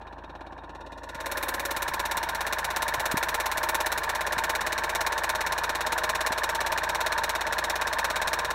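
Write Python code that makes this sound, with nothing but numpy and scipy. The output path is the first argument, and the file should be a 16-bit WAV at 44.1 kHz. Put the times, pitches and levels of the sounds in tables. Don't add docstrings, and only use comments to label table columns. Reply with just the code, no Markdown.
import sys
import numpy as np
from scipy import signal
from scipy.fft import rfft, irfft
from scipy.io import wavfile
from scipy.ndimage import uniform_filter1d

SR = 44100
rng = np.random.default_rng(int(sys.argv[2]) if len(sys.argv) > 2 else 0)


def pcm_store(signal):
    levels = np.round(np.clip(np.atleast_2d(signal), -1, 1) * 32767)
    wavfile.write(sys.argv[1], SR, levels.astype(np.int16).T)


N = 376613
T = np.arange(N) / SR


def undb(db):
    return 10 ** (np.asarray(db) / 20)


def level(x, db):
    return x * undb(db) / np.sqrt(np.mean(x ** 2))


def curve(rows):
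    return np.interp(T, *np.transpose(rows))


def log_line(hz, points):
    f, values = np.transpose(points)
    return np.interp(np.log(hz + 1), np.log(f), values)


def add(track, start_s, sound):
    i = int(start_s * SR)
    a, b = max(i, 0), min(i + len(sound), N)
    if b > a:
        track[a:b] += sound[a - i:b - i]


def passing(at_s, half_s):
    return np.exp(-((T - at_s) / half_s) ** 2)


def fading(rise_ms, decay_ms, size=3072):
    ms = np.arange(1, size + 1) * 1000 / SR
    return (1 - np.exp(-ms / rise_ms)) * np.exp(-ms / decay_ms)


def chatter(envelope, passes=6):
    x = rng.standard_normal(len(envelope)) * envelope
    for _ in range(passes):
        flat = irfft(np.exp(1j * np.angle(rfft(x))), len(x))
        x = flat * np.sqrt(envelope / envelope.max())
    return x / np.sqrt(np.sum(x ** 2))


def blows(times, envelope, same, scatter_db):
    here, there = chatter(envelope), chatter(envelope)
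    cylinders = [chatter(envelope) for _ in range(3)]
    out = np.zeros(N)
    for k, s in enumerate(times):
        common = here * np.cos(0.22 * s) + there * np.sin(0.22 * s)
        own = 0.5 * cylinders[k % 3] + 0.73 * chatter(envelope, passes=1)
        blow = np.sqrt(same) * common + np.sqrt(1 - same) * own
        add(out, s, blow * undb(scatter_db * rng.standard_normal()))
    return out


def metal(x, colour, size=4096):
    # f/Hz, width/Hz, gain/dB
    modes = [(338, 46, 6), (446, 8.3, 5), (630, 55, 6), (780, 60, 3), (908, 19, 11.5), (1041.7, 33, 7.5),
             (1284, 25, -7), (1576, 14, 5), (1645, 17, 3), (1719, 122, 6.5), (2266, 63, 7.5), (2450, 47, 7),
             (2670, 28, 0.5), (3120, 165, -4), (3732, 110, 8.5), (4160, 390, 6), (4740, 770, -4),
             (5560, 230, 7.5), (6100, 210, 5), (6860, 120, 3.5), (7630, 150, 3.5), (8120, 400, 2.5),
             (12000, 1200, 4.5)]
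    hz = np.arange(size // 2 + 1) * SR / size
    peaks_db = sum(db / (1 + (2 * (hz - f) / width) ** 2) for f, width, db in modes)
    cepstrum = irfft(np.log(undb(log_line(hz, colour) + peaks_db)))
    cepstrum[1:size // 2] *= 2
    cepstrum[size // 2 + 1:] = 0
    return signal.oaconvolve(x, irfft(np.exp(rfft(cepstrum))))[:N]


def view():
    # t/s, gain/dB re a clear view
    opening = [(0, -43), (0.55, -43), (0.72, -26), (1.0, -21), (1.12, -12), (1.22, -6.5), (1.38, -1.5)]
    return undb(curve(opening))


def bodywork(x, size=2048):
    # f/Hz, gain/dB
    leak = [(150, -4), (300, -6.5), (450, -8.5), (700, -9), (1150, -14), (1700, -20), (2100, -24.5),
            (2700, -17), (3700, -21.5), (7200, -33), (12000, -32)]
    smear = np.exp(1j * np.angle(rfft(chatter(fading(1.2, 2.897, size)))))
    paths = irfft(smear * undb(log_line(np.fft.rfftfreq(size, 1 / SR), leak)))
    return view() * x + np.sqrt(1 - view() ** 2) * signal.oaconvolve(x, paths)[:N]


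def panel(x):
    # t/s, extra path/m
    detour = [(1.6, 0.16), (1.95, 0.32), (2.4, 0.5), (4.3, 0.574)]
    late_s = curve(detour) / 343
    dull = signal.sosfiltfilt(signal.butter(1, 943, fs=SR, output="sos"), x)
    return x + undb(-12) * view() * np.interp(T - late_s, T, dull)


def hollows(x):
    # nearest t/s, reach/s, f/Hz, width/Hz, boost/dB
    cavities = [(0.8, 0.86, 284, 24, 9.5), (1.52, 0.51, 562, 22, 11)]
    for at_s, reach_s, hz, width, db in cavities:
        boom = signal.lfilter(*signal.iirpeak(hz, hz / width, fs=SR), x)
        x = x + (undb(db) - 1) * passing(at_s, reach_s) * boom
    return x


def hand_held(x, reference_m=0.52, top_hz=9300):
    # t/s, distance/m
    distance = [(1.4, 0.6), (2.3, 0.52), (3.1, 0.44), (8.54, 0.42)]
    # t/s, gain/dB
    aim = [(1.0, -10), (1.4, 9), (2.0, 2), (3.85, 4), (4.3, 0.5), (8.54, -2.5)]
    top = signal.sosfiltfilt(signal.butter(3, top_hz, "high", fs=SR, output="sos"), x)
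    return (x + (undb(curve(aim)) - 1) * top) * reference_m / curve(distance)


def air_rumble(still_db=-77, swing_db=-55):
    band = signal.butter(2, [18, 75], "band", fs=SR, output="sos")
    rumble = level(signal.sosfilt(band, rng.standard_normal(N)), 0)
    return rumble * (undb(still_db) + undb(swing_db) * passing(at_s=1.95, half_s=0.15))


def handling():
    # t/s, peak/dB, f/Hz
    bumps = [(1.157, -37, 165), (1.768, -42, 110), (2.983, -33, 71.4), (3.1433, -18.5, 212),
             (3.167, -32, 160), (4.372, -33, 190), (6.308, -28, 210)]
    out = np.zeros(N)
    for s, db, hz in bumps:
        phase = 2 * np.pi * hz * (T - s)
        out += undb(db) * phase * np.exp((1 - phase ** 2) / 2)
    return out


def fan(shaft_hz=27.11, hidden_db=-3):
    # multiple of the shaft speed, level/dB
    partials = [(1, -75), (2, -48), (3, -53), (4, -89)]
    wander = uniform_filter1d(np.cumsum(rng.standard_normal(N)), SR // 4)
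    turn = shaft_hz * T + level(wander, -34)
    hum = sum(level(np.sin(2 * np.pi * (k * turn + rng.random())), db) for k, db in partials)
    return hum * undb(hidden_db * (1 - view()))


def whirr(cycle):
    # f/Hz, gain/dB
    colour = [(25, 0), (60, -26.5), (130, -0.5), (250, -3.5), (420, -5.5), (900, 7.5), (1600, 5),
              (2300, -7.5), (3200, -9), (4000, -13.5), (6000, -22.5), (9000, -29), (16000, -39)]
    # multiple of the tick rate, level/dB
    partials = [(8, -61), (20, -62.5), (27, -55.5)]
    drone = sum(level(np.sin(2 * np.pi * k * cycle), db) for k, db in partials)
    return level(metal(rng.standard_normal(N), colour), -34.5) + drone


def valve_gear(times, jitter_s=0.00022, scatter_db=1.46):
    # delay from the tick/ms, peak/dB, rise/ms, f/Hz
    knocks = [(-14.5, -24, 2.12, 1730), (-11, -35, 2.3, 640), (-10, -25, 1.5, 967), (-7, -31, 1.76, 1620),
              (-6, -35.5, 1.45, 667), (1.14, -26.5, 0.38, 1500), (-2.5, -54, 1.1, 430),
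              (12, -44, 0.43, 920), (9, -31.5, 3.9, 855), (13, -33.5, 2, 586), (31.5, -29.5, 5.7, 936),
              (32.5, -34, 6.6, 1550)]
    out = np.zeros(N)
    t = np.arange(1024) / SR
    for delay_ms, db, rise_ms, hz in knocks:
        age = t * 1000 / rise_ms
        swing = age * np.exp((1 - age ** 2) / 2) * np.sin(2 * np.pi * hz * t)
        for s in times + delay_ms / 1000:
            late, loud = rng.standard_normal(2)
            add(out, s + jitter_s * late, swing * undb(db + scatter_db * loud))
    return out


def bounces(times, count=6):
    colour = [(300, -27), (1500, -1), (2500, 0), (5000, 3.0), (9000, 0), (13000, -5), (16000, -5)]
    delay_ms = 9 * rng.random((len(times), count)) ** 1.3
    onsets = (times[:, None] + delay_ms / 1000).ravel()
    contacts = blows(onsets, fading(0.08, 0.6, size=128), same=0, scatter_db=2.5)
    return level(metal(contacts, colour), -44.5)


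def hardness(x, times, loud_db=0.8, bright_db=1.2):
    force = np.interp(T, times, rng.standard_normal(len(times)))
    treble = signal.sosfiltfilt(signal.butter(2, 6000, "high", fs=SR, output="sos"), x)
    return (x + (undb(bright_db * force) - 1) * treble) * undb(loud_db * force)


def ticking(times):
    # delay from the tick/ms, level/dB, decay/ms
    strikes = [(0, -38, 5.1), (5.403, -43, 4.84)]
    clicks = [(-7.5, -66, 4), (25, -56, 4)]
    # f/Hz, gain/dB
    strike_colour = [(100, -38), (300, -8.5), (600, 11), (1000, 7), (1700, 11.5), (2400, 6.5), (3200, -5),
                     (4200, 3), (6000, -5), (8200, -8), (10000, -7.5), (13000, -14.5), (16000, -29)]
    ring_colour = [(100, -13.5), (300, -8), (550, -4), (900, 2.5), (1600, 3), (2400, -4.5), (3800, -5),
                   (5500, -11), (9000, -13), (16000, -19.5)]
    click_colour = [(1500, -5), (6000, -46), (12500, -7), (16000, 35)]
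    out = np.zeros(N)
    for delay_ms, db, decay_ms in strikes:
        hits = blows(times + delay_ms / 1000, fading(0.19, decay_ms), same=0.54, scatter_db=-0.5)
        out += level(metal(hits, strike_colour), db)
    tails = blows(times, fading(5, 13), same=0.45, scatter_db=0.8)
    out += level(metal(tails, ring_colour), -33)
    for delay_ms, db, decay_ms in clicks:
        hits = blows(times + delay_ms / 1000, fading(1, decay_ms), same=0.1, scatter_db=2)
        out += level(metal(hits, click_colour), db)
    return out


def scene():
    # t/s, tick rate/Hz
    speed = [(0.0, 17.888), (0.6, 17.449), (1.1, 17.69), (1.6, 17.917), (2.0, 17.115), (2.4, 16.84),
             (2.8, 16.946), (3.2, 17.413), (3.7, 17.384), (4.1, 17.24), (4.5, 17.578), (5.0, 17.51),
             (5.5, 17.495), (6.0, 17.538), (6.7, 17.546), (7.4, 17.277), (8.0, 17.396), (8.54, 17.304)]
    cycle = np.cumsum(curve(speed)) / SR - 0.2
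    times = np.interp(np.arange(int(cycle[-1]) + 1), cycle, T)
    ticks = hardness(ticking(times) + bounces(times), times)
    engine = ticks + valve_gear(times) + whirr(cycle)
    phone_hiss = level(rng.standard_normal(N), -84)
    engine_at_phone = hand_held(hollows(panel(bodywork(engine))))
    return (engine_at_phone + fan() + handling() + air_rumble() + phone_hiss)[None]


def record(dry):
    return signal.sosfilt(signal.ellip(10, 0.2, 70, 15750, fs=SR, output="sos"), dry)


dry = scene()
out = record(dry)
pcm_store(out)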